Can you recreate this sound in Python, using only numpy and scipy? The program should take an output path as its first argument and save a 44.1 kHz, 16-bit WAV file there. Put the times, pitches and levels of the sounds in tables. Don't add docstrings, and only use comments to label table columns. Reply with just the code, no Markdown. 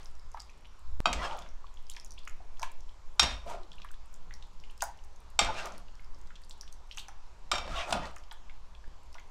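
import sys
import numpy as np
from scipy import signal
from scipy.fft import rfft, irfft
from scipy.io import wavfile
from scipy.ndimage import uniform_filter1d

SR = 44100
rng = np.random.default_rng(int(sys.argv[2]) if len(sys.argv) > 2 else 0)


def inscribe(sig):
    pcm = np.round(np.clip(np.atleast_2d(sig).T, -1, 1) * 32767)
    wavfile.write(sys.argv[1], SR, pcm.astype(np.int16))


def attenuation_scalar(level_db):
    decades = np.asarray(level_db, float) / 20
    return 10 ** decades


N = 410130


def evened(x):
    return x / np.sqrt(np.mean(x ** 2) + 1e-20)


def read(points, hz):
    f, value = np.transpose(points)
    return np.interp(np.log(hz + 1), np.log(f + 1), value)


def coloured(x, points):
    gain = attenuation_scalar(read(points, np.fft.rfftfreq(len(x), 1 / SR)))
    return evened(irfft(rfft(x) * gain, len(x)))


def add(mix, s, sound):
    part = mix[round(s * SR):][:len(sound)]
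    part += sound[:len(part)]


def humps(t, peaks_s, dbs, rise, fall):
    late = t - np.asarray(peaks_s)[:, None]
    drop_db = np.where(late < 0, -late * rise, late * fall)
    return np.sqrt((attenuation_scalar(np.asarray(dbs)[:, None] - drop_db) ** 2).sum(0))


def slow_humps(*shape):
    t = np.linspace(0, N / SR, num=4000)
    return np.interp(np.arange(N) / SR, t, humps(t, *shape))


def uneven(spread_db, hold):
    jumps = np.minimum(rng.exponential(1, N // hold + 1), 4)
    return rng.standard_normal(N) * attenuation_scalar(spread_db * jumps).repeat(hold)[:N]


def ring(t, dip, damping):
    # hz, t60_s, struck_db in dips 1, 2, 3, 4 and under the soup
    pot = [(700, 0.15, -25, -28.5, -25, -41.5, -20.5), (816, 0.12, -46, -24.5, -23, -43, -43),
           (913, 0.12, -26.5, -40.5, -30.5, -44, -24), (1002, 0.056, -44, -41, -17.5, -30.5, -53),
           (1150, 0.0857, -22, -38.5, -23.5, -32.5, -35), (1234, 0.4, -30.5, -37, -29, -34.5, -55),
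           (1324, 0.15, -25, -31, -33.5, -33, -50), (1416, 0.1, -39, -23.5, -23.5, -33, -23),
           (1520, 0.11, -28, -38.5, -37, -49, -57), (2110, 0.25, -39.5, -37.5, -33, -55, -40),
           (2320, 0.12, -59, -33.5, -25, -30, -45), (2465, 0.22, -37, -30.5, -47, -46.5, -54),
           (2530, 0.14, -28, -49.5, -46.5, -55, -57), (2545, .35, -53, -45, -44, -54, -33),
           (2700, 0.12, -38, -29, -32, -36, -30), (2850, .14, -38, -46, -32, -51, -27),
           (3068, 0.14, -46, -29, -48, -34, -25.5)]
    # t60_s, struck_db in dips 1, 2, 3, 4 and under the soup
    ladle = [(0.093, -24.5, -16, -23, -31, -50), (0.085, -53, -34.5, -30, -39, -26),
             (0.29, -53, -17.5, -27, -30, -48), (.15, -31.5, -43.5, -58, -46, -50),
             (0.14, -42, -25, -42, -53.5, -55), (0.23, -41, -28.5, -35.5, -50.5, -44),
             (0.2, -37, -33, -31, -39.5, -57), (0.15, -36, -51, -47, -43, -54),
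             (0.13, -62, -23.5, -50, -41, -58), (0.26, -44, -25, -42.5, -39, -44),
             (0.23, -47, -24.5, -38, -56, -55), (0.2, -50, -26.5, -37, -55.5, -56),
             (0.13, -36.5, -36.5, -37, -53.5, -51), (0.09, -39, -23, -21, -33, -33),
             (0.19, -69, -42.5, -60.5, -67.5, -67), (0.2, -68, -37.5, -58, -61.5, -48)]
    ladle_hz = [3190, 3530, 3684, 3742, 3835, 4095, 4582, 4645, 4960, 5530, 5612, 6597, 6920, 7605, 9400,
                10734]
    beat_depth, beat_low_hz, beat_top_hz = 0.7, 25, 90
    modes = pot + [(hz, *row) for hz, row in zip(ladle_hz, ladle)]
    hz, t60_s, *struck_db = np.transpose(modes)[:, :, None]
    fall_db = 60 * t / (t60_s * damping)
    level = attenuation_scalar(struck_db[dip]) * (attenuation_scalar(-1.3 * fall_db) + attenuation_scalar(-19 - 0.22 * fall_db))
    chance = rng.random(hz.shape)
    beat_hz = beat_low_hz + (beat_top_hz - beat_low_hz) * chance
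    beat = 1 + beat_depth * np.sin(2 * np.pi * beat_hz * t)
    return (level * beat * np.sin(2 * np.pi * (hz * t + chance))).sum(0)


def clinks():
    # start_s, crack_peak_db, ring_db (re first blow of the dip), damping (factor on decay)
    blows = [(1.056, -23.5, -0.6, 0.42), (1.1288, -16.5, -36, 0.52), (3.195, -7.5, 0.5, 0.29),
             (3.229, -13, -23, 0.37), (5.3906, -9.5, 0.5, 0.41), (5.446, -28, -18.5, 0.3),
             (7.515, -15.5, 1.5, 0.41), (7.554, -27, -7, 0.29), (7.581, -26, -12, 0.36),
             (7.676, -53, -30, 0.72), (7.907, -26.5, -32, 0.55), (7.9248, -14.5, -3.5, 0.25)]
    dips = [
        2,
        4,
        6,
        7.85,
    ]
    # hz, db_per_hz
    crack_tone = [(120, -68.5), (200, -56), (500, -27.5), (735, -2.5), (1870, -9.5), (3760, -8),
                  (5630, -10.5), (7830, -14.5), (16000, -44)]
    out, t = np.zeros(N), np.arange(SR // 2) / SR
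    for s, crack_db, ring_db, damping in blows:
        crack = coloured(rng.standard_normal(len(t)), crack_tone) * attenuation_scalar(crack_db - 8.0 - 60 * t / 0.033)
        tone = attenuation_scalar(ring_db) * ring(t, np.searchsorted(dips, s), damping)
        add(out, s, crack * np.minimum(t / 0.0005, 1) + tone * np.minimum(t / 0.0019, 1))
    return out


def handle():
    # hz, t60_s
    modes = [(3684, .36), (4582, .4), (5530, .38), (5612, .45), (6597, .33), (7605, .25)]
    # start_s, db of each mode
    blows = [
        (3.197, -41, -52, -40, -42, -46, -46.5),
        (5.392, -51, -53, -45.5, -55, -57, -57),
        (7.517, -50.5, -46.5, -50, -66, -58, -54),
    ]
    waver = 0.6
    out, t = np.zeros(N), np.arange(SR // 2) / SR
    hz, t60_s = np.transpose(modes)[:, :, None]
    for s, *dbs in blows:
        grip = uniform_filter1d(rng.standard_normal((len(hz), len(t))), size=500)
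        flutter = 1 + waver * evened(grip)
        fade = attenuation_scalar(np.array(dbs)[:, None] - 60 * t / t60_s)
        add(out, s, (flutter * fade * np.sin(2 * np.pi * hz * t)).sum(0))
    return out


def bubble(turns, cycles, glide):
    fade = attenuation_scalar(-60 * turns / cycles) * np.minimum(turns / 2.1, 1) ** 2
    return fade * np.sin(2 * np.pi * (0.946 * turns + glide * turns ** 2 / cycles))


def gurgle(per_s, low_hz, top_hz, cycles, count=10):
    size = attenuation_scalar(1.8 * np.minimum(rng.exponential(1, N), 4)) * (rng.random(N) < per_s / SR)
    kind = rng.integers(0, count, N)
    shapes = [bubble(np.arange(2500) * hz / SR, cycles, 0.1) for hz in np.geomspace(low_hz, top_hz, count)]
    return sum(signal.oaconvolve(size * (kind == k), shape)[:N] for k, shape in enumerate(shapes))


def strokes():
    # peak_s, swell_s, rasp_db, slosh_db, thud_db
    pushes = [(0, .01, -58.5, -60, -72), (1.07, 0.0057, -45, -35.5, -42.5), (1.16, 0.072, -50, -45, -44.5),
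              (1.248, 0.13, -42.5, -37.5, -69), (1.332, 0.14, -54, -43, -59.5),
              (1.42, 0.081, -59, -58, -60), (3.22, 0.0086, -32.5, -34.5, -42.5),
              (3.31, 0.037, -45, -61, -54), (3.475, 0.01, -55.5, -62, -56), (3.514, 0.082, -50.5, -44, -61),
              (5.413, 0.0051, -34, -35, -44.5), (5.499, 0.068, -61, -38, -47),
              (5.589, 0.12, -41.5, -43.5, -65), (5.659, 0.11, -49.5, -41.5, -59),
              (5.75, 0.065, -60, -68.5, -56.5), (7.532, 0.0064, -37.5, -35, -49),
              (7.71, 0.15, -69, -47.5, -50), (7.801, 0.2, -41, -44.5, -77), (7.89, 0.083, -51, -39, -65),
              (7.949, 0.067, -45, -36.5, -39), (8.058, 0.24, -51, -47, -76)]
    # hz, db_per_hz
    rasp_tone = [(880, -32), (1500, 3), (1870, 2.5), (3550, -1), (4000, -3.5), (5380, -4.5), (8500, -15),
                 (12500, -36), (16000, -45.5)]
    # hz, db_per_hz
    slosh_tone = [(210, -60.5), (350, -5.5), (530, -9), (658, -0.5), (901, -5), (1570, -13), (2200, -38.5),
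                  (2860, -58.5), (4840, -120)]
    swell_db, falls_db_per_s = 22, [178, 136, 150]
    slips = uneven(2.0, 40)
    metal = evened(signal.oaconvolve(slips, ring(np.arange(6000) / SR, 3, 0.53))[:N])
    froth = evened(gurgle(910, 1050, 4200, 40))
    scraped = coloured(metal, [(1500, -38.0), (2000, 5.5), (4500, -6.0), (8000, -26.5)])
    rasp = evened(coloured(slips, rasp_tone) + 0.087 * scraped + 0.46 * froth)
    soup = coloured(rng.standard_normal(N), slosh_tone)
    lumps = evened(gurgle(600, 540, 1200, 37, count=14))
    slosh = evened(lumps + 0.8 * soup + 0.84 * coloured(metal, slosh_tone))
    thud = coloured(slips, [(70, -28.5), (110, 12.5), (230, 14), (400, 4.0), (520, -39.5)])
    s, swell_s, *levels_db = np.transpose(pushes)
    rise = swell_db / np.maximum(swell_s, 1e-3)[:, None]
    layers = zip([rasp, slosh, thud], levels_db, falls_db_per_s)
    return sum(x * slow_humps(s, dbs, rise, fall) for x, dbs, fall in layers)


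def scrapes():
    # start_s, length_s, level_db,
    # from_hz, to_hz
    patches = [(1.172, 0.074, -50, 2000, 1920), (1.19, 0.043, -45.5, 1030, 1030),
               (1.207, 0.078, -50, 3360, 3190), (1.224, 0.054, -47, 2850, 2700),
               (1.219, 0.03, -42, 1326, 1420), (1.23, 0.04, -48, 1700, 1680),
               (1.236, 0.044, -44, 1100, 1180), (1.239, 0.049, -56, 710, 670), (1.3, 0.071, -44, 947, 791),
               (1.347, .05, -59, 700, 683), (3.463, 0.14, -46, 693, 692), (3.49, 0.046, -46, 945, 940),
               (3.494, 0.2, -59.5, 452, 330), (1.238, 0.035, -51.5, 5250, 5200),
               (5.454, 0.054, -43, 1460, 1440), (5.48, 0.034, -33, 907, 832),
               (5.547, 0.051, -50, 2400, 2370), (5.566, 0.049, -46, 2700, 2700),
               (5.57, 0.077, -47.5, 1700, 1520), (5.64, 0.046, -53, 1256, 1050),
               (7.698, 0.074, -45, 1255, 1417), (7.741, 0.11, -41, 686, 690), (7.747, 0.1, -43, 1120, 1108),
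               (7.752, 0.069, -43.5, 2900, 2750), (7.737, 0.089, -46, 3590, 3780),
               (7.77, 0.061, -43.5, 3300, 3200), (7.79, 0.051, -45, 2330, 2290),
               (7.818, 0.069, -49.5, 2470, 2480), (7.79, .04, -46, 1540, 1550),
               (7.791, 0.043, -48.5, 2064, 1920), (7.935, 0.048, -36.5, 700, 668),
               (8.026, 0.04, -49, 1880, 1890), (8.02, 0.044, -48, 900, 880), (4.835, .1, -51, 947, 940)]
    width_hz, widens = 70, 0.04
    out = np.zeros(N)
    for s, length_s, db, from_hz, to_hz in patches:
        a, b = rng.standard_normal((2, 9000))
        r = np.exp(-np.pi * (width_hz + widens * from_hz) / SR)
        u = np.minimum(np.arange(9000) / (length_s * SR), 1)
        turn = np.exp(2j * np.pi * np.cumsum(from_hz + (to_hz - from_hz) * u) / SR)
        once = signal.lfilter([1], [1, -r], a + 1j * b)
        tone = (turn * signal.lfilter([1], [1, -r], once)).real
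        add(out, s, attenuation_scalar(db) * evened(tone) * np.sin(np.pi * u) ** 0.49)
    return out


def fizz():
    # peak_s, level_db
    bursts = [(1.25, -59), (3.235, -56), (3.5, -57.5), (5.59, -57), (6.99, -55.5), (7.72, -62), (7.77, -58),
              (7.815, -69), (7.897, -54), (8.056, -72), (4.835, -53), (2.638, -58.5)]
    # hz, db_per_hz
    tone = [(4000, -29.5), (6000, 0), (8000, -0.5), (10000, -12.5), (13000, -13.5), (16000, -29)]
    rise_db_per_s, fall_db_per_s = 500, 290
    envelope = slow_humps(*np.transpose(bursts), rise_db_per_s, fall_db_per_s)
    return coloured(uneven(3.5, 30), tone) * envelope


def drops(rows, cycles, glide, splat_s):
    out, t = np.zeros(N), np.arange(2000) / SR
    for s, db, hz, *splat_db in rows:
        tone = [(hz / 2, -45), (hz * 0.73, 0), (hz * 1.65, -7), (hz * 2.9, -31), (40000, -50)]
        hiss = coloured(rng.standard_normal(2000), tone)
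        fade = attenuation_scalar((splat_db or [-9])[0] - 60 * t / splat_s)
        splat = fade * np.minimum(t * hz / 1.34, 1) * hiss
        add(out, s, attenuation_scalar(db) * (bubble(t * hz, cycles, glide) + splat))
    return out


def spattered(rows, count=2):
    within_s, below_db, higher = 0.018, -11, 0.58
    chance = rng.random((len(rows), count, 3))
    return rows + [(s + within_s * (0.12 + late), db + below_db - 6 * weak, hz * (1 + higher * up), -6)
                   for (s, db, hz, *_), kids in zip(rows, chance) for late, weak, up in kids]


def pops():
    # start_s, peak_db
    bursts = [(0.0464, -55), (0.7931, -60), (0.576, -69), (6.966, -60), (1.9054, -51), (2.048, -54),
              (2.252, -55), (3.756, -64), (3.8463, -52.5), (3.915, -52.5), (4.1287, -62), (4.711, -60),
              (4.7773, -54), (4.8218, -29.5), (5.0474, -58.5), (5.2034, -58), (5.3023, -57), (5.6587, -47),
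              (5.7806, -51.5), (6.418, -58), (6.449, -59), (6.725, -50.5), (8.113, -59), (8.3254, -52),
              (9.1276, -59)]
    out, t = np.zeros(N), np.arange(256) / SR
    faint = [(s * N / SR, -72 + 8 * u) for s, u in rng.random((70, 2))]
    tone = [(5000, -33.0), (8000, -1.5), (10500, -9.0), (14000, -15.5), (20000, -48.0)]
    for s, db in bursts + faint:
        hiss = coloured(rng.standard_normal(256), tone)
        add(out, s, attenuation_scalar(db + 8.0 - 60 * t / 0.0051) * np.minimum(t / 0.00044, 1) * hiss)
    return out


def drips():
    # start_s, peak_db, pitch_hz
    small = [(0.0578, -37.5, 5430), (0.3975, -37, 5550), (0.402, -28, 4900), (1.39, -36.5, 6800),
             (1.899, -27, 7250), (1.9369, -36, 6000), (1.9648, -33.5, 5600), (1.9987, -35, 5470),
             (2.0471, -33.5, 6740), (2.1075, -32.5, 5930), (1.8678, -44, 4900), (1.9795, -52, 6000),
             (2.062, -38, 5800), (2.12, -39, 6100), (2.1262, -45, 5500), (6.8967, -58, 5300),
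             (6.918, -43.5, 5400), (6.926, -44.5, 5700), (6.9815, -40, 6200), (6.994, -43, 5600),
             (5.657, -29.5, 7130), (5.722, -40, 6100), (2.2781, -34, 6600), (2.2961, -40, 6800),
             (2.5959, -32, 6400), (2.6183, -31, 5960), (2.6298, -27.5, 6150), (4.1415, -39.5, 7350),
             (4.339, -35, 5630), (4.6004, -43, 5400), (4.8065, -49, 5650), (4.8222, -14, 6530),
             (5.7797, -40, 5500), (6.4961, -35.5, 7550), (6.6109, -28, 5730), (6.7271, -37.5, 6320),
             (6.9481, -44, 5930), (6.973, -27, 6500), (7.0838, -33, 5930), (8.1622, -36, 6900),
             (8.1831, -40, 5700), (9.1435, -39.5, 5600)]
    # start_s, peak_db, pitch_hz, splat_db (re bubble)
    middle = [(1.3109, -33, 3070, -17), (1.772, -42, 3260, -20), (1.8966, -35, 3150, -25),
              (1.916, -36.5, 3750, -20), (1.9674, -48, 2210, 9), (2.1775, -40, 2700, -27),
              (2.182, -35, 3300, -26), (2.234, -48, 4440, -18), (0.372, -51, 2900, 3),
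              (0.647, -52.5, 2420, 0), (0.654, -47, 3000, -7), (1.366, -47, 3320, -2),
              (1.385, -41.5, 3360, -4), (1.422, -44.5, 3400, -4), (1.461, -50, 1910, 2),
              (8.055, -37, 4330, -7.5), (6.994, -33.5, 4160, -10), (6.929, -56, 3700, -15),
              (2.2744, -46, 1550, 11), (2.6294, -35.5, 3120, 2), (3.718, -36.5, 3280, -30),
              (3.7827, -40, 2800, -16), (3.8185, -40, 3260, -4.5), (4.3084, -37, 1900, -8.5),
              (4.4249, -43, 3670, -7), (4.6379, -42, 2800, -8), (4.6985, -43, 2970, -13),
              (4.8072, -42, 3680, 3), (4.8183, -42, 4280, 0), (6.3045, -46, 1710, -1),
              (6.355, -39.5, 3390, -13), (6.4368, -43.5, 4560, -17), (6.5094, -34.5, 4080, -11),
              (6.6767, -40, 3300, -8), (6.912, -31.5, 3080, -13), (6.976, -30.5, 2630, -19),
              (6.9823, -26.5, 3060, -9), (8.165, -43.5, 1450, 3.5), (8.312, -33, 3200, -11),
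              (8.496, -44, 2110, -2), (9.1446, -44.5, 2650, -4), (9.183, -35, 2000, -9.5)]
    # start_s, peak_db, pitch_hz, splat_db (re bubble)
    large = [(0.344, -26.5, 926, -16.5), (0.371, -49, 1100, 5.5), (1.642, -33.5, 1110, -39),
             (2.402, -39.5, 750, -32), (2.593, -52, 1110, 3), (2.612, -46, 900, -1),
             (2.621, -28.5, 956, -16), (2.63, -20, 1008, -14.5), (3.462, -41.5, 593, 3.5),
             (3.846, -41, 1200, -3.5), (6.973, -44, 1110, 0.5), (7.084, -40.5, 1045, -2.5),
             (7.6745, -31, 620, -17), (7.676, -32.5, 1040, -11), (8.316, -53.5, 1070, 8.5),
             (9.152, -39, 974, -6.5), (4.8205, -19.5, 1060, -12), (4.826, -20.5, 810, -15)]
    spray_s = [.031, 0.153, .196, 0.317, 0.3407, 0.5, 1.3103, 1.42, 1.489, 1.7413, 2.252, 2.807, 3.717,
               3.916, 4.778, 5.039, 5.1613, 5.9537, 6.0453, 6.1464, 6.2143, 8.238, 9.129, 9.197]
    # start_s, pitch_hz
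    faint_middle_rows = [(.4948, 2480), (1.6681, 3300), (2.5713, 3300), (2.892, 3200), (3.6326, 4000),
                         (3.5483, 2380), (3.942, 3320), (5.883, 2780), (5.995, 2086), (6.6315, 1680),
                         (7.083, 2250), (8.067, 2850), (8.2357, 3000), (8.75, 3350), (8.8399, 1650)]
    spray_db, spray_low_hz, spray_top_hz, faint_middle_db = -45, 4900, 6800, -46.5
    spray = [(s, spray_db, rng.uniform(spray_low_hz, spray_top_hz)) for s in spray_s]
    faint_middle = [(s, faint_middle_db, hz) for s, hz in faint_middle_rows]
    fine = drops(spattered(small, count=1) + spray, 32, 0.14, 0.0054)
    plain = drops(spattered(middle) + faint_middle, 35.0, 0.24, 0.019)
    return fine + plain + drops(large, 21.5, 0.1, 0.06) + pops()


def dribbles():
    # start_s, peak_db, pitch_hz
    rows = [(1.372, -47, 10000), (1.949, -46, 2520), (1.967, -50, 990), (1.98, -46, 1010),
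            (3.737, -54, 1800), (3.797, -50, 1250), (3.888, -47, 3100), (3.907, -48, 1580),
            (3.936, -49, 1740), (4.974, -53, 5800), (4.989, -48.5, 3030), (6.272, -50, 5000),
            (2.717, -47, 9200), (6.36, -46, 3300), (6.418, -54, 2010)]
    return drops(rows, 41.0, 0.086, 0.027)


def kitchen(x):
    # hz, t60_s
    room = [(400, 0.45), (1060, 0.24), (2790, 0.4), (7350, 0.16)]
    taps, at = np.zeros((3, SR // 2)), np.arange(120, SR // 2 - 20, 20)
    signs = rng.choice([-1., 1.], (3, len(at)))
    np.put_along_axis(taps, at + rng.integers(0, 20, (3, len(at))), signs, 1)
    hz, t, z = signal.stft(taps, SR, nperseg=256)
    tails = signal.istft(z * attenuation_scalar(-60 * t / read(room, hz)[:, None]), SR, nperseg=256)[1]
    phase = np.arange(N) * 2.3 / SR + np.arange(3)[:, None] / 3
    turns = np.cos(2 * np.pi * phase) * np.sqrt(2 / 3)
    return signal.oaconvolve(x * turns, tails / np.linalg.norm(tails[0]), axes=1)[:, :N].sum(0)


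def fuzz(hz, width_hz):
    r, turn = np.exp(-np.pi * width_hz / SR), np.exp(2j * np.pi * hz * np.arange(N) / SR)
    z = rng.standard_normal(N) + 1j * rng.standard_normal(N)
    return evened((turn * signal.lfilter([1 - r], [1, -r], z)).real)


def air():
    # hz, db_per_hz
    tone = [(53, -31), (90, -12.5), (119, -6), (310, -16), (353, -12.5), (721, -13.5), (977, -8),
            (1140, -12), (1790, -20.5), (5300, -24.5), (7330, -27), (8910, -38), (12300, -40.5),
            (16000, -60)]
    # pitch_hz, width_hz, level_db, start_s, end_s
    hum = [(172, 8.1, -69.5, 4, 4.77), (111, 2.4, -67, 5.8, 6.4), (175, 12, -62, 3.62, 3.92),
           (330, 150, -69.5, 6.0, 6.35), (171, 8, -70.5, 6.1, 6.55)]
    air_db = -64
    frames, hz = N // 256 + 5, np.fft.rfftfreq(1024, 1 / SR)
    a, b, patches = rng.standard_normal((frames, 513, 3)).T
    patches = evened(uniform_filter1d(uniform_filter1d(patches, 14, 0), 20, 1))
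    z = (a + 1j * b) * attenuation_scalar(read(tone, hz)[:, None] + 1.5 * patches)
    out = attenuation_scalar(air_db + 1.5) * evened(signal.istft(z, nperseg=1024, noverlap=768)[1][:N])
    t = np.arange(N) / SR
    for pitch_hz, width_hz, db, start, end in hum:
        fade = np.clip(np.minimum(t - start, end - t) / 0.17, 0, 1)
        out = out + attenuation_scalar(db) * fuzz(pitch_hz, width_hz) * fade
    return out


def rumble():
    # time_s, level_db
    sway_db = [(0, -36), (.8, -44.5), (.93, -27), (1.14, -40.5), (1.55, -31), (1.66, -37.5), (9.3, -40)]
    # peak_s, level_db
    jolt_rows = [
        (.92, -36.5),
        (1.16, -37),
        (3.25, -34),
        (5.45, -37),
        (7.56, -41.5),
        (7.72, -37),
        (7.98, -38),
    ]
    # end_s, jump_db, rise_s
    cuts = [
        (1.0040, -22, 0.024),
        (8.879, -42.5, 0.02),
    ]
    calm_db, rise_db_per_s, fall_db_per_s = -56.5, 260, 122
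    t = np.arange(N) / SR
    sway_tone = [(1, -21.5), (4, 9.5), (12, -0.5), (28, -9.5), (45, -54.5), (200, -97.5)]
    buffet_tone = [(18, -34.0), (30, -3.5), (58, 1.0), (90, -17.0), (140, -53.5), (400, -91.0)]
    sway = coloured(rng.standard_normal(N), sway_tone)
    buffet = coloured(rng.standard_normal(N), buffet_tone)
    jolts = attenuation_scalar(calm_db) + humps(t, *np.transpose(jolt_rows), rise_db_per_s, fall_db_per_s)
    swings = attenuation_scalar(np.interp(t, *np.transpose(sway_db))) * sway + jolts * buffet
    swells = sum(attenuation_scalar(db) * np.exp(np.minimum(t - at, 0) / rise) * (t < at) for at, db, rise in cuts)
    dip = np.minimum(abs(t - cuts[0][0]) / 0.033, 1)
    return swings * dip + uniform_filter1d(swells, size=2)


def scene():
    metal = clinks() + handle()
    water = drips()
    wet = kitchen(attenuation_scalar(-8) * water + attenuation_scalar(-8.5) * metal)
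    ladle_work = strokes() + scrapes() + fizz()
    return (metal + water + wet + ladle_work + dribbles() + air() + rumble())[None]


def low_pass(x):
    return signal.sosfilt(signal.butter(12, 16560, fs=SR, output="sos"), x)


def record(dry):
    edge = signal.firwin(numtaps=101, cutoff=15900, fs=SR)
    return low_pass(signal.oaconvolve(dry, edge[None], "same"))


dry = scene()
out = record(dry)
inscribe(out)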